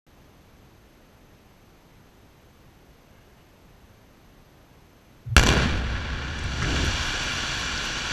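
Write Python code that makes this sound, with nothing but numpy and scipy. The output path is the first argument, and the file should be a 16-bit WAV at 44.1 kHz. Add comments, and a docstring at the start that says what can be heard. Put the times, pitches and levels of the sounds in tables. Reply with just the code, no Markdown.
"""Tower block demolition

A concrete tower block is blown up across a field of rubble from one microphone in a small cased camera.
Out of a faint hush the ground trembles first; then a ripple of charges cracks through the air, knocking
the case, and its echoes roll away into a dull, lingering wash. The floors come down with
a deep rumble, thudding slabs, a long rush of breaking concrete and a few clacks of debris."""
import sys
import numpy as np
from scipy import signal
from scipy.fft import rfft, irfft, next_fast_len
from scipy.io import wavfile
from scipy.ndimage import uniform_filter1d

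SR = 44100
rng = np.random.default_rng(int(sys.argv[2]) if len(sys.argv) > 2 else 0)


def transcribe(u):
    """Save the signal u as a 16-bit wav file named by the first command-line argument.

    u: samples, shape (n,) or (channels, n), limited to [-1, 1]; the rate is SR.
    q: integer samples, one column per channel.
    """
    v = np.clip(np.atleast_2d(u).T, -1, 1)
    q = np.round(v * 32767).astype(np.int16)
    wavfile.write(sys.argv[1], SR, q)


N = 358091
TIME = np.arange(N) / SR
BINS = np.fft.rfftfreq(next_fast_len(N, real=True), 1 / SR)

# the faint, even hush: (frequency [Hz], relative level [dB])
HUSH_COLOUR = [(8, -21), (20, -1), (88, -0.5), (210, -5.5), (370, -9.5), (1450, -19), (2800, -23),
               (5600, -29.5), (9000, -36), (12000, -36.5), (15000, -40)]
# whine of the electronics beside the microphone: (multiple of the line rate, rms level [dB])
WHINE_PARTIALS = [(1, -77.5), (2, -73)]
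# faint far-off squeaks: (time [s], level [dB], pitch [Hz], width [Hz], half length [s])
FAR_SQUEAKS = [(3.16, -70, 2760, 250, .1), (3.18, -70, 2145, 70, .05), (3.21, -67, 1610, 140, 0.098),
               (3.405, -67, 2880, 180, .028)]
# ground waves underfoot: (time [s], level [dB], pitch [Hz], half length [s])
GROUND_WAVES = [(5.279, -28, 119, 0.014), (5.299, -29, 72, 0.01), (5.329, -21, 114, 0.018)]
# charges as they reach the microphone: (time [s], relative shock level [dB], crack over shock [dB])
SHOCKS = [(5.3655, -0.5, 4), (5.3795, -6, 4), (5.3948, -12, 5.5), (5.4132, -18, 3.5), (5.4292, -22.5, 9.5),
          (5.436, -11.5, 3), (5.4612, -28, 6), (5.4647, -12, 2), (5.4708, -15, 4), (5.4756, -19.5, 2),
          (5.485, -27.5, 12), (5.489, -10, 4), (5.5019, -18, 6.5), (5.5154, -19, 1), (5.5256, -15, -2),
          (5.5384, -15.5, -3), (5.5764, -18.5, -1)]
# resonances and notches of the case around the microphone: (frequency [Hz], width [Hz], lift [dB])
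CASE_RESONANCES = [(1100, 105, 4.5), (1222, 58, -4.5), (1428, 102, 8), (1648, 137, 8.5), (2350, 92, 8),
                   (2852, 180, 6.5), (3380, 145, 5.5), (4000, 67, 4), (4555, 140, 4), (5040, 250, -5),
                   (5875, 180, 5.5), (6830, 89, -6), (6900, 280, 0.5), (11000, 180, 5)]
# a charge's push, its crack and its bounce off the ground: (frequency [Hz], gain [dB])
PUSH_COLOUR = [(60, 1), (150, 1), (500, 4), (1000, 9.5), (1600, -2.5), (3000, 2), (12000, -8)]
CRACK_COLOUR = [(200, -1), (700, 2.5), (1600, 4), (2600, 2.5), (5000, 0.5), (6200, 1.5), (7600, -2.5),
                (8800, -17.5), (11500, -11), (15000, -31)]
BOUNCE_COLOUR = [(500, -13), (1500, 2.5), (2800, 10.5), (5000, -3), (10000, -29)]
# echoes, the blast's boom and the rumble of falling floors: (frequency [Hz], relative level [dB])
RETURN_COLOUR = [(400, -13), (850, -2), (1600, 2), (2200, -0.5), (3200, -2), (4500, -7.5), (6200, -13.5),
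                 (7500, -18.5), (8500, -27), (11500, -30.5), (15000, -50)]
BLAST_COLOUR = [(10, -8), (30, -10), (45, -9), (63, 0), (85, -2.5), (120, -12.5), (180, -22), (400, -82)]
FALL_COLOUR = [(10, -9), (27, 5.5), (48, 0), (72, 6), (105, -5.5), (140, -10), (200, -30), (400, -59)]
# low thumps, the first charges' lingering boom and then heavy landings: (time [s], level [dB])
LOW_THUMPS = [(5.405, -18.5), (5.79, -22), (6.13, -28.5), (6.47, -31), (6.82, -30), (7.6, -36),
              (7.755, -34.5)]
# crunching columns, striking slabs, pouring concrete and grit: (frequency [Hz], relative level [dB])
COLUMN_COLOUR = [(70, -34.5), (135, 3.5), (190, -2), (230, 0), (320, -6), (480, -7.5), (750, -13),
                 (1100, -23), (2500, -55)]
STRIKE_COLOUR = [(70, -27), (130, 4), (185, -4), (240, -0.5), (310, -3.5), (430, -9), (700, -14.5),
                 (1100, -21), (2500, -70)]
STREAM_COLOUR = [(250, -15.5), (500, -7), (900, -2), (1500, 0), (2100, -1), (3200, 1), (4500, -4.5),
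                 (6000, -6.5), (7600, -12), (8400, -24), (11200, -28.5), (13000, -36), (15000, -44)]
GRIT_COLOUR = [(3000, -32), (7000, -8), (11000, 9), (15000, -9)]
# single pieces of debris landing: (time [s], peak level [dB], pitch [Hz], decay time [s])
LANDINGS = [(6.388, -32, 6200, 0.0054), (6.4385, -35, 7400, 0.0023), (6.622, -17, 1560, 0.01),
            (6.625, -27.5, 5400, .01), (6.644, -20, 1790, 0.006), (6.846, -37, 10000, .015),
            (7.232, -44, 11500, .015), (7.776, -21.5, 4500, 0.0065), (7.85, -38, 10500, .012),
            (7.892, -34, 2000, .005)]

ROLL_S, ROLL_HOLD_S, ROLL_RISE_DB_PER_S = 5.515, 0.086, 43  # the blast's roll builds as the charges fire
FALL_S, FALL_HOLD_S = 6.69, 0.15  # the main mass of the floors comes down
POUR_S, POUR_HOLD_S, POUR_FADE_DB_PER_S = 6.754, 0.58, 2  # rubble pours, slowly running out


def gain_of(db):
    """Decibels to amplitude."""
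    return 10 ** (np.asarray(db) / 20)


def unit_rms(x):
    """Scales to rms 1."""
    return x / np.sqrt(np.mean(x ** 2) + 1e-20)


def level_at(colour, hz):
    """A spectrum's level in dB, joined by straight lines on a log-frequency axis."""
    corners_hz, db = np.transpose(colour)
    return np.interp(np.log(hz + 1), np.log(corners_hz), db)


def add(mix, s, sound):
    """Mixes a sound in at s seconds."""
    part = mix[round(s * SR):][:len(sound)]
    part += sound[:len(part)]


def bell(x, centre, width):
    """A bell curve that falls to 1/e at width from its centre."""
    return np.exp(-((x - centre) / width) ** 2)


def noise(gain):
    """Noise of rms 1, shaped by a gain at each frequency."""
    spectrum = rng.standard_normal(len(BINS)) + 1j * rng.standard_normal(len(BINS))
    return unit_rms(irfft(gain * spectrum)[:N])


def impacts(per_s, spread_db):
    """A random train of blows whose sizes scatter by spread_db."""
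    size = gain_of(spread_db * np.minimum(rng.exponential(1, N), 4)) * rng.choice([-1, 1], N)
    return unit_rms(size * (rng.random(N) < per_s / SR))


def through_case(x, colour, ring=1, size=8192):
    """Colours a sound and adds the peaks and valleys of the camera case, scaled by ring."""
    hz = abs(np.fft.fftfreq(size, 1 / SR))
    lift = sum(db * bell(hz, centre, width) for centre, width, db in CASE_RESONANCES)
    case_db = lift - uniform_filter1d(lift, size=300) * np.clip(hz / 1200, 0, 1)
    log_gain = np.log(gain_of(level_at(colour, hz) + ring * case_db))
    taps = np.fft.ifft(np.exp(np.conj(signal.hilbert(log_gain)))).real[:size // 2]  # minimum phase
    return signal.oaconvolve(x, taps)[:len(x)]


def steadied(x, span_s):
    """Holds the rms near 1, evening out swells slower than span_s."""
    window = signal.windows.hann(int(span_s * SR))
    power = signal.oaconvolve(x ** 2, window / window.sum(), "same")
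    return x / np.sqrt(abs(power) + 1e-9)


def flutter(per_s, depth_db):
    """A gain that wanders at random."""
    knots = rng.standard_normal(N)
    return gain_of(depth_db * np.interp(TIME * per_s, np.arange(N), knots))


def handover(first, second, s, span_s):
    """One sound gives way to another at equal power, starting at s."""
    share = np.clip((TIME - s) / span_s, 0, 1)
    return np.sqrt(1 - share) * first + np.sqrt(share) * second


def together(*gains):
    """Unrelated causes add in power."""
    return np.sqrt(sum(gain ** 2 for gain in gains))


def swell(s, hold_s, db, rise, fall):
    """A gain that rises to db at s, holds and dies away; rise and fall are in dB a second."""
    return gain_of(db - rise * np.maximum(s - TIME, 0) - fall * np.maximum(TIME - s - hold_s, 0))


def arrived():
    """A gain that opens as the first shock front reaches the microphone."""
    return np.clip((TIME - SHOCKS[0][0]) / 0.0068, 0, 1)


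def roll(db, fall):
    """Strength of the blast's roll."""
    return swell(ROLL_S, ROLL_HOLD_S, db, ROLL_RISE_DB_PER_S, fall)


def floors(db, rise, fall):
    """Strength of the main fall of the floors."""
    return swell(FALL_S, FALL_HOLD_S, db, rise, fall)


def pour(db, rise):
    """Strength of the pouring rubble."""
    return swell(POUR_S, POUR_HOLD_S, db, rise, POUR_FADE_DB_PER_S)


def hush(db=-53):
    """A faint, even hush lies under everything."""
    return gain_of(db) * noise(gain_of(level_at(HUSH_COLOUR, BINS)))


def whine(line_hz=6230.5, scans_per_s=25):
    """Right by the microphone, the electronics buzz: their whine restarts with each sensor scan."""
    scan = TIME * scans_per_s % 1
    phase = 2 * np.pi * scan * line_hz / scans_per_s
    running = np.minimum(4 * np.sin(np.pi * scan) ** 2, 1)
    return sum(gain_of(db) * unit_rms(running * np.sin(k * phase)) for k, db in WHINE_PARTIALS)


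def squeaks():
    """Far off, a few narrow bands of noise swell and fade in the quiet."""
    return sum(gain_of(db) * noise(bell(BINS, hz, width)) * bell(TIME, s, half)
               for s, db, hz, width, half in FAR_SQUEAKS)


def tremor():
    """Ground waves outrun the sound in the air and shake the camera."""
    return sum(gain_of(db) * bell(TIME, s, half) * np.sin(2 * np.pi * hz * (TIME - s))
               for s, db, hz, half in GROUND_WAVES)


def charges(push_s=0.0044, crack_s=0.00084, bounce_s=0.00217, bounce_db=-6,
            scatter_db=-24, scatter_s=0.028, boom_hz=58, damping=0.7):
    """Each charge sends a ragged shock front across the field, with a ground bounce just behind."""
    t = np.arange(SR // 8) / SR
    pushes, cracks, bounces = np.zeros((3, N))
    push = -(1 - t / push_s) * np.exp(-t / push_s)
    snap = np.exp(-t / crack_s)
    scatter = gain_of(scatter_db) * np.exp(-t / scatter_s)
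    for s, db, crack_db in SHOCKS:
        front, bounce = rng.choice([-1, 1], (2, len(t)))
        add(pushes, s, gain_of(db) * push)
        add(cracks, s, gain_of(db + crack_db) * front * (snap + scatter))
        add(bounces, s + bounce_s, gain_of(db + crack_db + bounce_db) * bounce * snap)
    # the microphone's bass roll-off rings under each push
    w = 2 * np.pi * boom_hz
    booms = signal.lfilter(*signal.bilinear([1, 0, 0], [1, damping * w, w * w], SR), pushes)
    return (through_case(booms, PUSH_COLOUR) + through_case(cracks, CRACK_COLOUR)
            + through_case(bounces, BOUNCE_COLOUR))


def case_knock(hz=1600, knock_db=-6, decay_s=0.0022, steepness=1.5):
    """The strongest shocks knock the camera case into a short ring; weak ones hardly move it."""
    knocks, t = np.zeros(N), np.arange(2048) / SR
    ring = -np.sin(2 * np.pi * hz * t) * np.exp(-t / decay_s)
    for s, db, _ in SHOCKS:
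        add(knocks, s, gain_of(knock_db + steepness * db) * ring)
    return knocks


def echoes(dulling_db_per_khz_s=1.5, pivot_hz=2500, wash_s=5.94, wash_hold_s=0.14):
    """The blast crackles back from the site; a dull wash lingers, late echo blended with crumbling."""
    crackle = impacts(per_s=2100, spread_db=1)
    blur = impacts(per_s=7000, spread_db=2.5)
    returns = handover(crackle, blur, 5.55, span_s=0.44)
    # sound from all sides is coloured less by the case
    returns = steadied(through_case(returns, RETURN_COLOUR, ring=0.65), span_s=0.1)
    # longer paths lose more treble
    hz, t, spectra = signal.stft(returns, SR, nperseg=512)
    late_s = np.clip(t - ROLL_S, -0.1, 0.5)
    tilt_db = -dulling_db_per_khz_s * late_s * (hz[:, None] - pivot_hz) / 1e3
    dulled = signal.istft(spectra * gain_of(tilt_db), SR, nperseg=512)[1][:N]
    wash = swell(wash_s, wash_hold_s, db=-36.3, rise=12, fall=4.5)
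    strength = together(roll(db=-26, fall=61), wash)
    return dulled * strength * flutter(per_s=90, depth_db=1.23) * arrived()


def rumble():
    """The boom of the blast gives way to the deeper, broader rumble of falling floors."""
    boom = steadied(through_case(rng.standard_normal(N), BLAST_COLOUR), span_s=0.039)
    falling = steadied(through_case(rng.standard_normal(N), FALL_COLOUR), span_s=0.12)
    boom *= flutter(per_s=20, depth_db=2)
    thumps = [swell(s, 0, db, rise=240, fall=210) for s, db in LOW_THUMPS]
    strength = together(roll(db=-23.5, fall=18.5), floors(db=-27.5, rise=29, fall=33),
                        pour(db=-38.5, rise=12), *thumps)
    return handover(boom, falling, 6.7, span_s=0.366) * strength * arrived()


def thuds():
    """Columns crunch in the blast; later the heavier floor slabs strike one another."""
    columns = steadied(through_case(impacts(per_s=770, spread_db=1.5), COLUMN_COLOUR), span_s=0.26)
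    slabs = steadied(through_case(impacts(per_s=350, spread_db=-1), STRIKE_COLOUR), span_s=0.088)
    strength = together(roll(db=-24.5, fall=55), floors(db=-29.5, rise=99, fall=108),
                        pour(db=-39.5, rise=2))
    return handover(columns, slabs, 5.87, span_s=0.97) * strength * arrived()


def concrete_rush(grit_db=-36):
    """Concrete crumbles and pours down in a dense stream of fragments; sharp grit spits over it."""
    fragments = through_case(impacts(per_s=6000, spread_db=0), STREAM_COLOUR)
    stream = steadied(fragments * flutter(per_s=50, depth_db=0.5), span_s=0.19)
    grit = unit_rms(through_case(impacts(per_s=810, spread_db=1.5), GRIT_COLOUR))
    grit *= gain_of(grit_db) * flutter(per_s=18, depth_db=-7)
    return (stream + grit) * pour(db=-29, rise=36.5) * arrived()


def debris(log_width=0.35, attack_s=0.00033):
    """Single pieces of debris land, each with a short, noisy clack."""
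    clacks, t, hz = np.zeros(N), np.arange(4096) / SR, np.fft.rfftfreq(4096, 1 / SR)
    for s, db, pitch_hz, decay_s in LANDINGS:
        colour = bell(np.log(hz + 1), np.log(pitch_hz), log_width)
        envelope = np.exp(-t / decay_s) * (1 - np.exp(-t / attack_s))
        clack = irfft(rfft(rng.standard_normal(len(t))) * colour) * envelope
        add(clacks, s, gain_of(db) * clack / abs(clack).max())
    return clacks


def scene(start_s=0.066, dip_db=-9):
    """One microphone feeds both channels from start_s on; the background sinks as the blast arrives."""
    blast = tremor() + charges() + case_knock() + echoes()
    collapse = rumble() + thuds() + concrete_rush() + debris()
    background = (hush() + whine() + squeaks()) * gain_of(dip_db * arrived())
    mono = (background + blast + collapse) * (TIME >= start_s)
    return np.array([mono, mono])


def record(dry, soft_hz=12000, edge_hz=15250):
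    """The first shock overloads the camera's input; the treble rolls off softly up to a steep edge."""
    clipped = dry / (1 + dry ** 8) ** (1 / 8)
    softened = signal.lfilter(*signal.butter(1, soft_hz, fs=SR), clipped)
    band_limit = signal.firwin(255, edge_hz, window=("kaiser", 8), fs=SR)
    return signal.oaconvolve(softened, band_limit[None], "same")


dry = scene()
out = record(dry)
transcribe(out)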